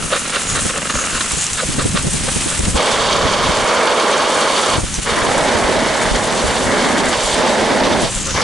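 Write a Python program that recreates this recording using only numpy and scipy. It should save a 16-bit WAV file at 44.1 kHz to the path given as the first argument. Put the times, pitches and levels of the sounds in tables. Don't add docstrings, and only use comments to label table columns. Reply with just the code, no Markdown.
import sys
import numpy as np
from scipy import signal
from scipy.fft import rfft, irfft, next_fast_len
from scipy.io import wavfile
from scipy.ndimage import uniform_filter1d

SR = 44100
rng = np.random.default_rng(int(sys.argv[2]) if len(sys.argv) > 2 else 0)


def to_wav(s):
    ch = np.atleast_2d(s).T
    pcm = np.round(np.clip(ch, -1, 1) * 32767)
    wavfile.write(sys.argv[1], SR, pcm.astype(np.int16))


N = 371763
T = np.arange(N) / SR

# t/s, level/dB
GLIDE = [(0, -26.5), (.6, -22.5), (.8, -26.5), (1.38, -22), (1.8, -25.5), (2.55, -21), (2.72, -26),
         (3.38, -31.5), (3.56, -28.5), (3.95, -31), (4.55, -26), (5.7, -30), (6.4, -27), (7.0, -29),
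         (7.33, -24.5), (7.45, -31.5), (7.9, -33.5), (8.15, -25.5)]
# start/s, end/s, scrape/dB, rasp/dB, ploughing/dB, crust/dB re scrape
BRAKE_PRESSES = [(2.755, 4.784, -18, -23.5, -29.5, -10.5), (5.057, 6.131, -20, -25, -27, -5.5),
                 (6.142, 7.123, -20, -26.5, -24.5, -8.5), (7.121, 8.084, -20, -23.5, -32, -9.5),
                 (8.346, 8.5, -20, -24.5, -41, -4.5)]


def from_db(db):
    return np.exp(np.asarray(db) * (np.log(10) / 20))


def rms_one(x):
    return x / np.sqrt(np.mean(x ** 2) + 1e-20)


def evened(x, window_s):
    power = uniform_filter1d(np.mean(x ** 2, axis=0), max(int(window_s * SR), 8))
    return x / np.sqrt(power + 1e-9)


def in_time(rows):
    times, *columns = np.transpose(rows)
    return [np.interp(T, times, column) for column in columns]


def held(start, end, attack_s, release_s):
    return np.clip(np.minimum((T - start) / attack_s, (end - T) / release_s), 0, 1)


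def drift(rate_hz, step=40, settle=2000):
    r = np.exp(-2 * np.pi * rate_hz * step / SR)
    noise = rng.standard_normal(N // step + settle + 2)
    slow = signal.lfilter([1], [1, -2 * r, r * r], noise)[settle:]
    return np.interp(np.arange(N) / step, np.arange(len(slow)), rms_one(slow))


def colour(x, spectrum):
    size = next_fast_len(N)
    hz, db = np.transpose(spectrum)
    bins_hz = np.maximum(np.arange(size // 2 + 1) * SR / size, 1)
    gain = from_db(np.interp(np.log(bins_hz), np.log(hz), db))
    return rms_one(irfft(rfft(x, size) * gain, size)[..., :N])


def resonator(hz, width_hz):
    r = np.exp(-np.pi * width_hz / SR)
    return (1 - r * r) / 2 * np.array([1, 0, -1]), [1, -2 * r * np.cos(2 * np.pi * hz / SR), r * r]


def body(x, modes):
    return rms_one(sum((-1) ** k * from_db(db) * signal.lfilter(*resonator(hz, width_hz), x)
                       for k, (hz, width_hz, db) in enumerate(modes)))


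def swept(x, hz, width_hz, size=256):
    out, state = np.zeros_like(x), np.zeros((2, 2))
    for i in range(0, N, size):
        block = slice(i, i + size)
        out[:, block], state = signal.lfilter(*resonator(hz[i], width_hz), x[:, block], zi=state)
    return rms_one(out)


def stereo(mid, side, side_db, pan_db):
    sign = np.array([[1], [-1]])
    return (mid + sign * from_db(side_db) * side) * from_db(sign * pan_db / 2)


def add(out, start_s, sound):
    i = max(int(start_s * SR), 0)
    out[..., i:i + sound.shape[-1]] += sound[..., :N - i]


def grains(per_s, spread_db, side_db, pan_db):
    draw, chance = rng.random((2, N)), per_s / SR
    sizes = from_db(spread_db * np.minimum(rng.standard_exponential((2, N)), 4))
    clicks = sizes * np.sign(draw - chance / 2) * (draw < chance)
    return rms_one(stereo(*clicks, side_db, pan_db))


def runners():
    # t/s, f/Hz, level/dB re the broad hiss
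    singing_band = [(0, 9800, -6), (1.0, 7400, -4), (2.45, 8500, -1.5), (3.2, 7050, 0), (4.8, 7940, -10),
                    (7.3, 7400, -1), (8.1, 7900, -2), (8.25, 6850, 19), (8.43, 5200, 14)]
    # f/Hz, level/dB
    hiss_spectrum = [(500, -13), (2500, -2), (4800, -2.5), (6500, 5.5), (9000, 3.5), (10300, 2.5),
                     (11000, -7.5)]
    glide_db, = in_time(GLIDE)
    sing_hz, sing_db = in_time(singing_band)
    hiss = colour(grains(20000, 3.0, side_db=-10, pan_db=0.5), hiss_spectrum)
    crystals = grains(6000, 3.0, side_db=-9, pan_db=2.8)
    sing = from_db(sing_db) * swept(crystals, sing_hz, width_hz=1500)
    return evened(hiss + sing, window_s=0.02) * from_db(glide_db + 0.92 + 1.78 * drift(27))


def grinding(level_db=-29.5, db_per_glide_db=0.78):
    # f/Hz, level/dB
    grit_spectrum = [(150, -3), (480, -6), (780, -3), (1200, -1), (1700, -1), (2300, -2), (3100, -0.5),
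                     (4200, -4), (5500, -6.5), (9000, -31)]
    glide_db, = in_time(GLIDE)
    speed_db = db_per_glide_db * (glide_db - glide_db.mean())
    load = 1 - sum(brake_pressed(start, end) for start, end, *_ in BRAKE_PRESSES)
    grit = colour(grains(7000, 3.4, side_db=-10, pan_db=-2), grit_spectrum)
    return grit * load * from_db(level_db + speed_db + 1.7 * drift(33))


def rumble():
    # t/s, level/dB
    unevenness = [(0, -29), (.38, -47), (.58, -24), (.8, -36), (1.56, -34), (1.77, -24), (2.5, -29.5),
                  (2.74, -20.5), (2.85, -36), (3.22, -25.5), (3.55, -30), (3.87, -44), (4.66, -44),
                  (4.75, -25), (5.05, -32), (6.45, -30), (7.65, -35.5), (8.1, -28.5)]
    # f/Hz, level/dB
    air_spectrum = [(12, -10), (25, 2), (55, -1.5), (90, -2.5), (150, -12), (400, -34.5)]
    drum_spectrum = [(50, -35), (100, -1.5), (160, 2), (230, -2), (350, -10), (600, -16.5), (1500, -33)]
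    trail_db, = in_time(unevenness)
    air = colour(stereo(*rng.standard_normal((2, N)), side_db=-6.5, pan_db=1), air_spectrum)
    drum = colour(stereo(*rng.standard_normal((2, N)), side_db=-4.5, pan_db=0.5), drum_spectrum)
    lumps = drift(18)
    buffeting = evened(air, window_s=0.18) * from_db(trail_db - 1 + 3.2 * lumps)
    drumming = evened(drum, window_s=0.166) * from_db(trail_db + 1.9 * lumps)
    return buffeting + drumming


def creak(slips_per_s=44, unevenness=0.5, slip_s=0.0057):
    # t/s, level/dB
    strength = [(.62, -28), (.7, -27), (.85, -24.5), (1, -22.5), (1.15, -26.5), (1.27, -27), (1.33, -42)]
    # f/Hz, width/Hz, level/dB
    modes = [(206, 83, 9), (553, 150, 5), (1220, 300, 8), (1334, 144, 13.5), (1580, 400, 2.5),
             (2870, 200, 3)]
    level_db, = in_time(strength)
    phase = np.cumsum(slips_per_s * np.exp(unevenness * drift(39.7))) / SR % 1
    age = phase / (slips_per_s * slip_s)
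    puffs = np.sqrt(age) * np.exp(-age) * grains(7000, 1.4, side_db=-10, pan_db=-0.5)
    return evened(body(puffs, modes), window_s=0.081) * from_db(level_db)


def bumps(rise_cycles=0.4, thump_db=-5, eddy_db=-6.5, eddy_s=0.0081):
    # t/s, level/dB, f/Hz
    jolts = [(0.038, -19, 172), (0.651, -11.5, 99.6), (1.329, -15, 61.5), (1.369, -15.5, 124),
             (1.687, -10.5, 178), (1.78, -8, 151), (1.85, -5.5, 119), (1.942, -7.5, 195),
             (2.042, -10, 88.8), (2.069, -9.5, 156), (2.138, -12, 142), (2.238, -12, 175),
             (2.357, -9.5, 99), (2.458, -9.5, 184), (2.589, -7.5, 63), (2.676, -9, 91.5), (2.747, -7, 64),
             (3.25, -10, 64.6), (3.49, -10, 63.6), (4.778, -7, 110), (4.829, -10.5, 45.8), (4.979, -12, 43),
             (5.171, -11, 299), (5.269, -15, 234), (5.547, -12, 80.7), (5.64, -12, 45), (6.11, -8, 40.4),
             (6.139, -12, 50), (6.438, -11, 61.9), (7.239, -18, 40.4), (8.029, -7.5, 223)]
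    # f/Hz, level/dB
    eddy_spectrum = [(60, -26), (150, 2), (290, -2.5), (430, -3.5), (650, -11), (1000, -22), (2500, -55)]
    thumps, puffs, t = np.zeros(N), np.zeros(N), T[:SR // 6]
    puff = (t / eddy_s * np.exp(1 - t / eddy_s)) ** 2
    for start, db, hz in jolts:
        age = t * hz / rise_cycles
        thump = age * np.exp(1 - age) * np.sin(2 * np.pi * hz * t)
        add(thumps, start, from_db(db + thump_db) * thump)
        add(puffs, start, from_db(db + eddy_db) * puff)
    eddies = colour(stereo(*rng.standard_normal((2, N)), side_db=5.5, pan_db=-1.5), eddy_spectrum)
    return thumps + puffs * evened(eddies, window_s=0.019)


def scuffs():
    # middle t/s, length/s, scuff/dB, frame/dB
    lumps = [(0.137, 0.042, -15.5, -16.5), (0.168, 0.028, -20, -24), (0.355, 0.064, -17.5, -25.5),
             (0.504, .014, -20.5, -38), (0.576, 0.074, -20.5, -27.5), (0.701, 0.024, -20.5, -28),
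             (0.767, 0.067, -27, -26.5), (.902, .024, -20, -36), (.958, .019, -22, -23),
             (1.036, 0.1, -28, -29.5), (1.165, 0.054, -21, -35), (1.212, 0.013, -15, -32),
             (1.595, 0.05, -19, -32), (1.633, 0.02, -39, -18.5), (1.804, 0.059, -20.5, -25.5),
             (1.974, 0.047, -16.5, -26), (2.288, 0.02, -20, -18.5), (2.525, 0.067, -27, -30.5),
             (8.172, 0.029, -32, -26), (8.291, 0.07, -26, -29)]
    # f/Hz, width/Hz, level/dB
    scuff_modes = [(1092, 240, 5), (1500, 400, 7), (1794, 250, 6.5), (2420, 140, -3), (2700, 70, 5.5),
                   (3830, 800, -1)]
    frame_modes = [(535, 88, 0.5), (610, 46, -26)]
    scuff, shake = np.zeros(N), np.zeros(N)
    for middle, length, scuff_db, frame_db in lumps:
        near = slice(max(int((middle - 2 * length) * SR), 0), int((middle + 2 * length) * SR))
        press = np.exp(-np.abs((T[near] - middle) / (length * 0.42)) ** 3)
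        scuff[near] += from_db(scuff_db) * press
        shake[near] += from_db(frame_db) * press
    slip = from_db(-3 + 2 * drift(150))
    crushing = grains(5000, 2.5, side_db=-14, pan_db=-1)
    grit = evened(slip * body(crushing, scuff_modes), window_s=0.037)
    frame = evened(body(crushing, frame_modes), window_s=0.052)
    return scuff * grit + shake * frame


def small_ticks(per_s=5, over_glide_db=4.5, centre_hz=7300, count=200):
    gap, strength, pitch = rng.random((count, 3)).T
    times = np.cumsum(-np.log(1 - gap)) / per_s
    db = np.interp(times, *np.transpose(GLIDE)) + over_glide_db + 6 * (strength - 0.5)
    hz = centre_hz * 2 ** ((pitch - 0.5) / 2)
    return np.column_stack([times, db, hz])[times < T[-1]]


def ticks(decay_s=0.0014, width_hz=1700, gain_db=9.5):
    # t/s, level/dB, f/Hz
    strikes = [(.6664, -20, 8470), (.7776, -18, 7000), (.9587, -22, 7040), (1.3184, -13, 7900),
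               (1.3834, -15, 7360), (1.4411, -12, 6980), (1.466, -15, 6080), (1.532, -15, 6160),
               (1.6865, -19, 7850), (1.7399, -19, 6690), (1.8257, -19, 7930), (2.134, -15, 9030),
               (2.4339, -21, 8000), (4.1799, -21, 6230), (4.942, -16, 6800), (7.3444, -18, 8010)]
    out, t = np.zeros(N), T[:SR // 50]
    for start, db, hz in np.vstack([strikes, small_ticks()]):
        impact = rng.standard_normal(len(t)) * np.exp(-t / decay_s)
        snap = signal.lfilter(*resonator(hz, width_hz), impact)
        add(out, start, from_db(db + gain_db) * snap / np.abs(snap).max())
    return stereo(out, 0, side_db=0, pan_db=1.5)


def squeaks(width_hz=330):
    # middle t/s, length at half height/s, f/Hz, level/dB
    rubs = [(.512, 0.089, 6850, -24.5), (0.625, .059, 8550, -29), (0.975, 0.13, 6600, -25),
            (1.41, .054, 7040, -23), (3.09, 0.21, 3650, -27), (4.956, .028, 6000, -24),
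            (7.34, 0.019, 8500, -24)]
    out = np.zeros(N)
    for middle, length, hz, db in rubs:
        swell = np.hanning(int(2 * length * SR))
        rub = signal.lfilter(*resonator(hz, width_hz), rng.standard_normal(SR))[:len(swell)]
        add(out, middle - length, from_db(db) * swell * rms_one(rub))
    return out


def brake_pressed(start, end, press_s=0.022, lift_s=0.079):
    return held(start - press_s / 2, end + lift_s / 2, press_s, lift_s)


def brake_effort(heap_db_per_s=9.5, smother_db_per_s=2, rasp_db_per_glide_db=0.19):
    # start/s, end/s, scrape rise/dB, rasp change/dB, ploughing/dB, crust/dB re scrape
    digs = [(3.68, 4.523, 2.5, 0, -40, -11), (5.236, 5.92, 3, -1.5, -28.5, -8),
            (6.647, 7.166, 1.8, 1, -23.5, -5), (7.354, 8.065, 3.5, -0.9, -24, -9.5)]
    scrape, rasp, plough, crust = sum(np.outer(from_db(levels), brake_pressed(start, end))
                                      for start, end, *levels in BRAKE_PRESSES)
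    for start, end, rise_db, rasp_db, plough_db, crust_db in digs:
        caught = held(start, end, attack_s=0.02, release_s=0.1)
        age = np.clip(T - start, 0, end - start)
        scrape = scrape * from_db(caught * (rise_db - smother_db_per_s * age))
        rasp = rasp * from_db(caught * (rasp_db - smother_db_per_s * age))
        plough = np.hypot(plough, caught * from_db(plough_db + heap_db_per_s * age))
        crust = crust + caught * (from_db(crust_db) - crust)
    glide_db, = in_time(GLIDE)
    rasp = rasp * from_db(rasp_db_per_glide_db * (glide_db - glide_db.mean()))
    return scrape, rasp, plough, crust


def brake():
    # t/s, depth/0-1
    bite = [(2.76, 0.2), (3.5, 0.07), (5.17, 0), (5.33, 0.85), (6.2, 0.67), (7.2, 0.5), (7.55, 0.95),
            (8.05, 0.8), (8.35, 0.02)]
    # f/Hz, width/Hz, level/dB
    skim_modes = [(472, 182, 0.5), (640, 120, 2), (838, 197, -2), (1070, 155, 3), (1270, 344, -2.5),
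                  (1720, 420, -12), (2237, 240, -9.5)]
    dig_modes = [(398, 91, -7.5), (515, 128, 0), (620, 130, 1), (856, 172, -2.5), (1033, 240, -6),
                 (1520, 1350, -16.5)]
    crust_modes = [(1513, 433, -1), (1954, 510, 0.5), (2246, 170, 0)]
    plough_modes = [(235, 88.6, 1.2), (263, 154, 1.53), (333.7, 115, -2.6)]
    # f/Hz, width/Hz, level/dB
    top_rasp_modes = [(2893, 320, -0.5), (3256, 184, 3), (3600, 280, 0.5), (4514, 360, -1),
                      (5220, 660, -6.5), (6260, 630, -8)]
    buried_rasp_modes = [(2900, 950, -0.5), (3690, 530, 4), (4550, 1000, -1), (6320, 1100, -7)]
    scrape_gain, rasp_gain, plough_gain, crust_gain = brake_effort()
    depth, = in_time(bite)
    on_top, buried = np.sqrt(1 - depth), np.sqrt(depth)

    skimming = body(grains(5000, 1.3, side_db=-13.5, pan_db=-2), skim_modes)
    digging = body(grains(3500, 1.9, side_db=-14.5, pan_db=-3), dig_modes)
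    claws = evened(on_top * skimming + buried * digging, window_s=0.04)
    crust = body(grains(2500, 4.2, side_db=-10, pan_db=1), crust_modes)
    scrape = scrape_gain * from_db(1.5 + 0.58 * drift(16)) * (claws + crust_gain * crust)

    clods = body(grains(1500, 2.5, side_db=-6, pan_db=-1.8), plough_modes)
    plough = plough_gain * from_db(-1.5 + 2 * depth + 1.17 * drift(23)) * evened(clods, window_s=0.074)

    fine = body(grains(4500, 2.24, side_db=-12, pan_db=-2), top_rasp_modes)
    packed = body(grains(3500, 1.9, side_db=-11.5, pan_db=-1.2), buried_rasp_modes)
    rasp = rasp_gain * from_db(1.1 + 1.53 * drift(23)) * (on_top * fine + buried * packed)
    return (scrape + plough + rasp) * from_db(0.5 * drift(25))


def scene():
    gliding = runners() + grinding() + scuffs() + creak() + squeaks()
    return gliding + brake() + bumps() + rumble() + ticks()


def record(dry, cutoff_hz=11100):
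    low_pass = signal.ellip(12, 0.1, 80, cutoff_hz, fs=SR, output="sos")
    return signal.sosfilt(low_pass, np.tanh(dry))


dry = scene()
out = record(dry)
to_wav(out)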